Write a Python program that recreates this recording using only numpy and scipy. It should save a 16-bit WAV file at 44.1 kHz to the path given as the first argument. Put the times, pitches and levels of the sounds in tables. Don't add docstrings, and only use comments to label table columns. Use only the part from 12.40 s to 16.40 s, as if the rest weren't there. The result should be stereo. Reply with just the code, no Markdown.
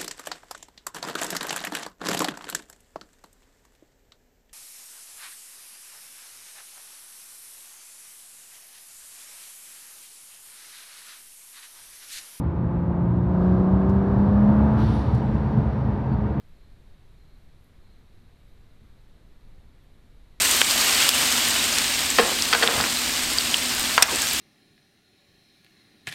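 import sys
import numpy as np
from scipy import signal
from scipy.fft import rfft, irfft
from scipy.io import wavfile

SR = 44100
rng = np.random.default_rng(int(sys.argv[2]) if len(sys.argv) > 2 else 0)


def wrap_up_sound(samples):
    columns = np.atleast_2d(samples).T
    tamed = np.clip(columns, -1, 1)
    steps = np.round(tamed * 32767).astype(np.int16)
    wavfile.write(sys.argv[1], SR, steps)


N = 176400
TIME, HZ = np.arange(N) / SR, np.fft.rfftfreq(N, 1 / SR)

# frequency in Hz, relative spectral density in dB.
RUMBLE_SPECTRUM = [(15, -28.5), (31, -34), (42, -17), (52, -5), (68, 2.5), (100, -3), (122, 4), (145, -2),
                   (168, -8), (195, -5.5), (215, -4), (240, -12.5), (320, -12), (400, -25), (700, -38.5),
                   (2000, -93.5)]
TYRE_SPECTRUM = [(100, -13), (300, -6.5), (420, -1.5), (540, -0.5), (650, -4), (820, 0), (950, -1),
                 (1100, -7), (1220, -9), (1400, -12), (1600, -13.5), (2000, -17.5), (2800, -26.5),
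                 (4000, -32.5), (5600, -44.5), (7000, -50), (10000, -55.5), (15500, -56.5)]
SLAP_SPECTRUM = [(150, -10.5), (300, -3.5), (540, -3), (700, -7.5), (1200, -16.5), (2500, -37), (8000, -67)]
TRIM_SPECTRUM = [(1500, -6.5), (4000, 4.5), (5500, 4.5), (6500, -2), (7400, 2.5), (8000, -5.5), (10000, -5),
                 (12000, -12), (16000, -25)]
ROAR_SPECTRUM = [(150, -21), (300, -9.5), (500, -5), (750, -4.5), (1200, 1), (1650, -10), (2200, -19),
                 (4000, -31.5), (6000, -40), (9000, -49), (16000, -65)]
AIR_SPECTRUM = [(800, -22.5), (2000, 0.5), (3000, 2.5), (4200, 4), (5600, -3.5), (6800, -15.5), (9000, -15),
                (11000, -19), (12200, -26.5), (16000, -37)]
# time in seconds, relative level in dB.
RUMBLE_ENVELOPE = [(0, 0), (.5, -1.5), (.8, 0), (1.4, 0), (1.8, 2.5), (2.25, 2), (2.52, 3.5), (2.68, 0.5),
                   (3, 2.5), (3.35, 0.5), (4, 0.5)]
TYRE_ENVELOPE = [(0, -4), (.8, -3), (2, 0.5), (2.6, 2.5), (3.2, 2), (3.45, 1), (4, 1.5)]
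ENGINE_LOAD = [(0, -8), (.4, -4.5), (.62, -1.5), (.73, -4.5), (.88, -2.5), (.98, 2), (1.3, 2.5), (1.8, 2.5),
               (1.95, 2.5), (2.27, 3.5), (2.42, -2), (2.65, -9.5), (4, -15.5)]
ROAR_ENVELOPE = [(0, -10.5), (.85, -13.5), (1.05, -4), (1.5, -7), (1.85, -6), (2.1, 0.5), (2.4, 4),
                 (2.6, -4), (2.8, -7.5), (4, -11.5)]
AIR_ENVELOPE = [(0, -43), (.85, -23), (1.04, -11.5), (1.3, -16.5), (1.9, -12.5), (2.36, -11.5),
                (2.395, 1.5), (2.58, 0.5), (2.68, -4.5), (2.9, -10), (3.3, -12.5), (4, -20)]
WHISTLE_ENVELOPE = [(.65, -102), (.9, -87), (1.05, -81), (1.25, -86), (1.5, -81), (1.85, -82), (2.05, -78),
                    (2.25, -74), (2.36, -81), (2.4, -66), (2.53, -66), (2.62, -68), (2.68, -86), (2.9, -76),
                    (3.1, -83), (3.5, -77), (3.7, -71), (3.735, -60), (3.78, -77), (4, -82)]
# centre in Hz, width in Hz, gain in dB.
TYRE_MODES = [(470, 50, 4.5), (558, 31, 2), (929, 64, 3.5), (1203, 26, 4.5), (1580, 50, 4.5)]
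PIPE_MODES = [(2730, 50, 6), (3000, 48, 9.5), (3410, 55, 5.5), (3674, 62, 9.5), (3980, 50, 6),
              (4280, 38, 3), (4540, 29, 10), (5700, 140, 6.5), (6250, 92, 7), (7460, 120, 4),
              (8440, 60, 7.5)]
# frequency in Hz, correlation.
COHERENCE = [(30, 1), (130, 0.98), (260, 1), (500, 0.79), (1000, 0.83), (2000, 0.39), (4000, 0),
             (8000, 0.029), (14000, 0.78)]
# start in seconds, body level in dB, body pitch in Hz, boom in dB, slap in dB.
JOINTS = [(2.072, -17, 123, -42, -50), (2.472, -15, 107.6, -25.5, -56), (2.725, -16, 122.4, -30.5, -49),
          (2.93, -20, 83.6, -36, -37), (3.166, -16.5, 129.3, -20.5, -36.5), (3.245, -28, 124, -26, -36),
          (3.381, -21.5, 126, -27.5, -50), (3.481, -22.5, 119.7, -27, -50.5),
          (3.71, -20.5, 124.6, -22.5, -49)]
# start in seconds, relative level in dB.
TRIM_TICKS = [(1.493, -48), (1.784, -57), (2.746, -45), (2.775, -55), (2.946, -58), (3.188, -61)]
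# time in seconds, firing rate in Hz.
FIRING_RATE = [(0, 170), (.5, 174.2), (.8, 177), (1.1, 183.3), (1.4, 189.6), (1.75, 198.9), (2, 205.3),
               (2.25, 212.4), (2.42, 216.5), (3, 213.5), (4, 207.5)]
# frequency in Hz, relative level in dB.
BOOM_RESPONSE = [(168, -21), (184, -19.7), (197, -21.5), (207, -17.5), (218, -20.5), (340, -32),
                 (396, -31.5), (412, -46), (432, -42), (520, -41), (552, -39.5), (590, -47), (616, -37),
                 (655, -38), (695, -51), (730, -39), (760, -41), (785, -51), (820, -43), (850, -38),
                 (875, -39), (910, -52), (1200, -50), (2000, -70)]
UNEVEN_RESPONSE = [(28, -60.5), (66, -38), (135, -34), (175, -31), (240, -41.5), (265, -47.5), (285, -36.5),
                   (330, -43), (385, -41.5), (430, -49), (490, -44.5), (565, -45.5), (600, -48),
                   (675, -44.5), (790, -53.5), (870, -48.5), (1060, -53), (1200, -54), (1400, -63.5),
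                   (1650, -60), (2000, -71)]
IMBALANCE = [-2, 0, 1, 0.5, -3]
# frequency in Hz, leftward gain in dB.
BOOM_BALANCE = [(168, -1.9), (182, -1.8), (200, 0.5), (400, -0.5)]
# multiple of the firing rate, level in dB.
OVERRUN_HARMONICS = [(1, -29.5), (2, -43), (3, -53.5)]
# time in seconds, pitch in Hz.
WHISTLE_PITCH = [(.7, 6900), (.9, 8850), (1.03, 9600), (1.12, 9050), (1.24, 8900), (1.5, 9880),
                 (1.8, 10900), (2.02, 11480), (2.3, 11720), (2.41, 11560), (2.46, 11150), (2.52, 10560),
                 (2.63, 9600), (2.86, 7650), (3.04, 7100), (3.3, 5850), (3.52, 4980), (3.73, 4490),
                 (4, 4050)]
# time in seconds, level in dB relative to the tone.
WHISTLE_FUZZ = [(.9, -9.5), (1.05, 8.5), (1.3, -5), (2.3, -6.5), (2.55, -8.5), (2.9, 9.5), (3.25, 2),
                (3.7, -12)]

CYLINDERS, ENGINE_WAVER_HZ = 6, 4.5


def amp(db):
    return 10 ** (np.asarray(db) / 20)


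def unit(x):
    return x / np.sqrt(np.mean(abs(x) ** 2) + 1e-20)


def curve(points):
    return np.interp(TIME, *np.transpose(points))


def read(points, hz):
    f, value = np.transpose(points)
    return np.interp(np.log(hz + 1), np.log(f + 1), value)


def pan(db):
    return amp([[db], [-db]])


def waver(rate_hz):
    steps = np.arange(0, N, 32)
    white = rng.standard_normal((len(steps), 2)) @ [1, 1j]
    hz = np.fft.fftfreq(len(steps), steps[1] / SR)
    slow = np.fft.ifft(np.fft.fft(white) / (1 + (hz / rate_hz) ** 2))
    return np.interp(np.arange(N), steps, unit(slow))


def resonances(modes):
    return amp(sum(db / (1 + (2 * (HZ - hz) / width) ** 2) for hz, width, db in modes))


def ripple(depth_db, width_hz=45, top_hz=7000):
    window = np.hanning(int(2 * width_hz / HZ[1]) + 3)
    bumpy = signal.fftconvolve(rng.standard_normal(len(HZ)), window, "same")
    return amp(depth_db * unit(bumpy) / (1 + (HZ / top_hz) ** 2))


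def noise(spectrum, colour=1):
    mid, side = rfft(rng.standard_normal((2, N))) * amp(read(spectrum, HZ)) * colour
    same = np.clip(read(COHERENCE, HZ), -1, 1)
    mid, side = mid * np.sqrt(1 + same), side * np.sqrt(1 - same)
    return unit(irfft(np.array([mid + side, mid - side]), N))


def cabin(x, fade_s=.008, echo_db=-4.5):
    t = np.arange(2048) / SR
    taps = rng.standard_normal((2, len(t))) * np.exp(-t / fade_s)
    taps *= amp(echo_db) / np.linalg.norm(taps, axis=1, keepdims=True)
    return (x + signal.oaconvolve(x[None], taps, axes=1)[:, :N]) / np.hypot(1, amp(echo_db))


def road():
    rumble = noise(RUMBLE_SPECTRUM) * amp(-24 + curve(RUMBLE_ENVELOPE))
    wash = noise(TYRE_SPECTRUM, resonances(TYRE_MODES) * ripple(depth_db=1.4))
    return rumble + wash * amp(-37.5 + curve(TYRE_ENVELOPE))


def trim(rise_s=.002, fade_s=.0081, tail_s=.03):
    envelope = np.zeros(N)
    for start, db in TRIM_TICKS:
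        t = np.maximum(TIME - start, 0)
        decay = np.exp(-t / fade_s) + amp(-10) * np.exp(-t / tail_s)
        envelope += amp(db) * np.minimum(t / rise_s, 1) * decay
    return pan(-1.5) * amp(-6.5) * envelope * noise(TRIM_SPECTRUM)


def road_joints(rise_s=.019, cabin_hz=215):
    out, slap = np.zeros((2, N)), noise(SLAP_SPECTRUM)
    for start, body_db, body_hz, boom_db, slap_db in JOINTS:
        t = np.maximum(TIME - start, 0)
        body = amp(body_db) * np.sin(2 * np.pi * body_hz * t)
        boom = amp(boom_db) * np.sin(2 * np.pi * cabin_hz * t)
        envelope = (t / rise_s * np.exp(1 - t / rise_s)) ** 2
        out += envelope * (body + boom + amp(slap_db) * slap)
    return out


def overrun(lift_s=2.33, fade_in_s=.18):
    angle = 2 * np.pi * np.cumsum(curve(FIRING_RATE)) / SR
    drone = sum(amp(db) * ((1 + .39 * waver(ENGINE_WAVER_HZ)) * np.exp(1j * k * angle)).real
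                for k, db in OVERRUN_HARMONICS)
    return drone * np.clip((TIME - lift_s) / fade_in_s, 0, 1)


def engine(spread_hz=950, pulse_depth=.39):
    cycle_hz = curve(FIRING_RATE) / CYLINDERS
    angle = 2 * np.pi * np.cumsum(cycle_hz) / SR
    tones = np.zeros((2, N))
    for k in range(2, 56):
        hz = k * cycle_hz
        if k % CYLINDERS == 0:
            db, unsteady = read(BOOM_RESPONSE, hz), .14 * np.sqrt(k / CYLINDERS)
            lean = amp(read(BOOM_BALANCE, hz))
        else:
            db = read(UNEVEN_RESPONSE, hz) + IMBALANCE[k % CYLINDERS - 1]
            unsteady, lean = .61, 1
        strength = amp(db) * (1 + unsteady * waver(ENGINE_WAVER_HZ))
        line = strength * np.exp(1j * (k * angle + 2 * np.pi * rng.random()))
        apart = np.exp(1j * rng.choice([-1, 1]) * min(hz.mean() / spread_hz, 1) / 2)
        tones += [(line * apart * lean).real, (line / apart / lean).real]
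    pulses = 1 + pulse_depth * np.cos(CYLINDERS * angle)
    roar = unit(noise(ROAR_SPECTRUM, ripple(depth_db=2)) * pulses)
    return tones * amp(curve(ENGINE_LOAD)) + roar * amp(-40.5 + curve(ROAR_ENVELOPE))


def turbo():
    spin = np.exp(2j * np.pi * np.cumsum(curve(WHISTLE_PITCH)) / SR)
    fuzz = amp(curve(WHISTLE_FUZZ))
    flutter = unit(1 + .6 * waver(rate_hz=35))
    modulation = (flutter + fuzz * waver(rate_hz=300)) / np.hypot(1, fuzz)
    whistle = cabin((spin * modulation).real * amp(curve(WHISTLE_ENVELOPE)))
    hiss = noise(AIR_SPECTRUM, resonances(PIPE_MODES)) * amp(-48.5 + curve(AIR_ENVELOPE))
    return pan(-.7) * (whistle + hiss)


def scene():
    return engine() + overrun() + road() + road_joints() + turbo() + trim()


def record(dry):
    lowpass = signal.firwin(511, 15750, window=("kaiser", 9), fs=SR)
    return signal.oaconvolve(dry, lowpass[None], "same")


dry = scene()
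out = record(dry)
wrap_up_sound(out)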